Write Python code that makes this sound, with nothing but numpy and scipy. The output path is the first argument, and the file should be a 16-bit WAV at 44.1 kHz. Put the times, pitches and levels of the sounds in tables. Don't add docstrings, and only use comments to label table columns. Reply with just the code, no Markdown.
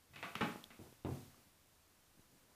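import sys
import numpy as np
from scipy import signal
from scipy.fft import rfft, irfft
from scipy.io import wavfile
from scipy.ndimage import uniform_filter1d

SR = 44100
rng = np.random.default_rng(int(sys.argv[2]) if len(sys.argv) > 2 else 0)


def unload_wav(signal):
    wavfile.write(
        sys.argv[1],
        SR,
        np.round(np.clip(np.atleast_2d(signal).T, -1, 1) * 32767).astype(np.int16),
    )


N = 112454
T = np.arange(int(.9 * SR)) / SR
HZ = np.fft.rfftfreq(8192, 1 / SR)


def amp(db):
    return 10 ** (np.asarray(db) / 20)


def curve_at(points, hz):
    freq_hz, value = np.transpose(points)
    return np.interp(np.log(hz + 1), np.log(freq_hz + 1), value)


def add(mix, start_s, sound):
    part = mix[round(start_s * SR):][:len(sound)]
    part += sound[:len(part)]


def fade(t, t60_s):
    return np.exp(-np.log(1000) * t / t60_s)


def colour(eq):
    gain = amp(curve_at(eq, HZ))
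    return gain / np.sqrt(np.mean(gain ** 2))


def filtered(x, gain):
    log_gain = np.log(np.maximum(np.r_[gain, gain[-2:0:-1]], 1e-5))
    taps = np.fft.ifft(np.exp(np.conj(signal.hilbert(log_gain)))).real
    return signal.fftconvolve(x, taps[:len(taps) // 2])[:len(x)]


def ring(modes, weight):
    return sum(amp(db) * weight(hz) * fade(T, t60_s) * np.sin(2 * np.pi * hz * T)
               for hz, db, t60_s in modes)


def burst(t60_s):
    noise = rng.standard_normal(len(T)) * fade(T, t60_s)
    even = irfft(np.exp(1j * np.angle(rfft(noise))), len(T))
    return even * (T < t60_s) * np.linalg.norm(noise)


def in_room(direct_db, room_db, rise_s=0.0029):
    # freq_hz, t60_s
    decay = [(60, 0.6), (150, 0.41), (400, 0.46), (1000, 0.5), (2500, 0.39), (5000, 0.48), (14000, 0.54)]
    hz, t, bands = signal.stft(rng.standard_normal(len(T)), SR, nperseg=256)
    tail = signal.istft(bands * fade(t, curve_at(decay, hz)[:, None]), SR)[1][:len(T)]
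    return amp(direct_db) * (T == 0) + amp(room_db) * tail * (1 - np.exp(-T / rise_s))


def background(sound, floor_db=-69.5, threshold_db=-77.5, lift_slope=0.32, lag_s=0.042, hiss_hz=710):
    # freq_hz, gain_db
    floor_eq = [(12, -25), (20, 6), (37, -21.5), (82, -2.5), (115, -10.5), (347, -13), (377, -17),
                (540, -16), (818, -18), (889, -17), (2340, -21.5), (15000, -25)]
    noise = amp(floor_db) * filtered(rng.standard_normal(N + SR), colour(floor_eq))[SR:]
    power = abs(uniform_filter1d(sound ** 2, size=600))
    over_db = 10 * np.log10(1 + power / amp(threshold_db) ** 2)
    pole = np.exp(-1 / (lag_s * SR))
    lift = amp(lift_slope * signal.lfilter([1 - pole], [1, -pole], over_db))
    hiss = signal.lfilter(*signal.butter(1, hiss_hz, "high", fs=SR), noise)
    return noise + (lift - 1) * hiss


def fur_rub(middle_s, length_s, level_db, lowpass_hz):
    # freq_hz, gain_db
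    rub_eq = [(50, -18), (110, -2.5), (250, -1.5), (500, -5.5), (1500, -4.5), (6000, -22)]
    stroke = np.sin(np.pi * np.minimum(T / length_s, 1)) * rng.standard_normal(len(T))
    gain = amp(curve_at(rub_eq, HZ)) / np.hypot(1, (HZ / lowpass_hz) ** 2)
    gain /= np.sqrt(np.mean(gain ** 2))
    return middle_s - length_s / 2, amp(level_db) * filtered(stroke, gain)


def pat(start_s, level_db, pitch_hz, t60_s):
    attack = 1 - np.exp(-2 * np.pi * pitch_hz * T)
    return start_s, amp(level_db) * attack * fade(T, t60_s) * np.sin(2 * np.pi * pitch_hz * T)


def body_thump(start_s, level_db, lowpass_hz, ring_db):
    # freq_hz, gain_db
    thump_eq = [(25, -36), (60, -5.5), (95, 5), (180, -1.5), (330, -4), (520, -8), (900, -4), (2000, -15),
                (6000, -13.5)]
    # pitch_hz, level_db, t60_s
    counter_modes = [(92.7, -5.5, .3), (103.8, -4.5, 0.22), (134.5, 0, 0.36), (236.6, -8.5, 0.54),
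                     (260.4, -7.5, 0.43), (316, -4.5, 0.23), (330.4, -12, 0.41), (356, -8.5, 0.45),
                     (405, -16, 0.3), (661, -16, 0.39), (751, -16, 0.59)]
    weight = lambda hz: 1 / np.hypot(1, (hz / lowpass_hz) ** 2)
    blow = filtered(in_room(direct_db=20, room_db=4.5), colour(thump_eq) * weight(HZ))
    return start_s, amp(level_db) * (blow + amp(ring_db) * ring(counter_modes, weight))


def plastic_click(start_s, level_db, pitch_hz, t60_s, snap_db, lowpass_hz):
    # freq_hz, gain_db
    snap_eq = [(200, -12), (1700, -3), (2500, 3), (3400, 0), (4500, -13.5), (5600, -8.5), (8000, -20),
               (11500, -7.5), (15000, -17.5)]
    highpass = 1 / np.hypot(1, (1.09 * pitch_hz / (HZ + 1)) ** 8)
    band = highpass / np.hypot(1, HZ / lowpass_hz)
    snap = filtered(burst(t60_s=0.0063), colour(snap_eq) * band)
    _, ping = pat(start_s, level_db, pitch_hz, t60_s)
    return start_s, ping + amp(level_db + snap_db) * snap


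def brush_knock(start_s, level_db, bass_db, treble_db, basin_db, brush_db, bass_hz=450, treble_hz=1800):
    # freq_hz, gain_db
    knock_eq = [(40, -30), (90, -3), (190, 8.5), (400, -0.5), (700, -4), (1250, -1), (1650, -4.5),
                (2500, -3.5), (3400, -11.5), (4800, -21.5), (8000, -33), (15000, -40)]
    # pitch_hz, level_db, t60_s
    basin_modes = [(136.2, -11, 0.44), (184.6, -13.5, 0.27), (234.9, -13, 0.36), (289, -17, .35),
                   (417, -11.5, 0.35), (444, -15.5, 0.36), (573.7, -21, 0.45), (821, -16, 0.35),
                   (840, -11, 0.44), (960, -25, 0.33), (1104, -15, .36), (1251, -10, 0.27),
                   (1374, -14, 0.16), (1536, -14.5, 0.27), (1810, -22.5, 0.44), (2307, -20.5, .4),
                   (2932, -18, 0.22)]
    # pitch_hz, level_db, t60_s
    brush_modes = [(677, -9, 0.58), (698, -13, 0.48), (1151, -5.5, 0.43), (1345, -18.5, .5),
                   (1473, -12, .5), (2013, -8.5, 0.31), (2546, -19, 0.61), (2578, -10.5, 0.48),
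                   (2737, -17.5, 0.25), (3740, -18, 0.29), (4200, -28, 0.3)]

    def shelves(hz):
        return amp(bass_db / (1 + (hz / bass_hz) ** 4) + treble_db / (1 + (treble_hz / (hz + 1)) ** 4))

    impact = in_room(direct_db=12, room_db=-1)
    chatter = amp(6) * burst(t60_s=0.028)
    blow = filtered(impact + chatter, colour(knock_eq) * shelves(HZ))
    basin = amp(basin_db) * ring(basin_modes, shelves)
    brush = amp(brush_db) * ring(brush_modes, shelves)
    return start_s, amp(level_db) * (blow + basin + brush)


def scene(low_cut_hz=98):
    # start_s, level_db, bass_db, treble_db, basin_db, brush_db
    knocks = [(0.1361, -64.5, -12, 6.5, -16, 3), (0.1593, -57, -5, 10, -1.5, -4),
              (0.2278, -43.5, -5.5, 1.5, -11, -1.5), (0.353, -51, 5, 11, -7, -11),
              (0.4089, -40, 5, -2, -2, -6), (0.4127, -40.5, 3.5, 3, 8, -19.5),
              (0.7041, -62.5, 3.5, 7, -24, -4), (1.0489, -59.5, 0, 2, -4, -10)]
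    # start_s, level_db, lowpass_hz, ring_db
    thumps = [(0.106, -61, 195, -3.5), (0.178, -57.5, 297, -8), (0.792, -51.5, 485, -3.5),
              (1.0485, -38.5, 553, -2), (1.090, -45, 396, 4.5), (1.114, -43, 146, -0.5)]
    # start_s, level_db, pitch_hz, t60_s, snap_db, lowpass_hz
    clicks = [(0.3541, -31, 1260, 0.019, -1.5, 6500), (0.6407, -40.5, 3400, 0.0084, 2.5, 12000),
              (1.0478, -54.5, 2780, 0.033, -1, 5000), (1.0486, -59.5, 3680, 0.065, -10, 5000),
              (1.3440, -57.5, 1140, 0.018, -3, 4000)]
    # start_s, level_db, pitch_hz, t60_s
    pats = [(0.3575, -35.5, 161, 0.037), (0.5590, -24, 433, 0.0027), (0.9265, -40.5, 330, 0.0062),
            (1.1216, -31, 106.5, 0.07), (1.145, -36, 127, 0.067), (2.1935, -43, 185, 0.011)]
    # middle_s, length_s, level_db, lowpass_hz
    rubs = [(0.865, .04, -62, 596), (1.39, .11, -72, 604), (1.465, .04, -73, 330), (2.181, 0.086, -74, 400),
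            (2.34, .1, -69.5, 300), (2.516, 0.097, -74.5, 910)]
    mix = np.zeros(N)
    for source, cues in ((brush_knock, knocks), (body_thump, thumps), (plastic_click, clicks),
                         (pat, pats), (fur_rub, rubs)):
        for cue in cues:
            add(mix, *source(*cue))
    mix = signal.lfilter(*signal.butter(2, low_cut_hz, "high", fs=SR), mix)
    return np.tile(mix + background(mix), (2, 1))


def record(dry, high_cut_hz=15150):
    taps = signal.firwin(511, high_cut_hz, window=("kaiser", 8), fs=SR)
    return signal.oaconvolve(dry, taps[None], "same", axes=1)


dry = scene()
out = record(dry)
unload_wav(out)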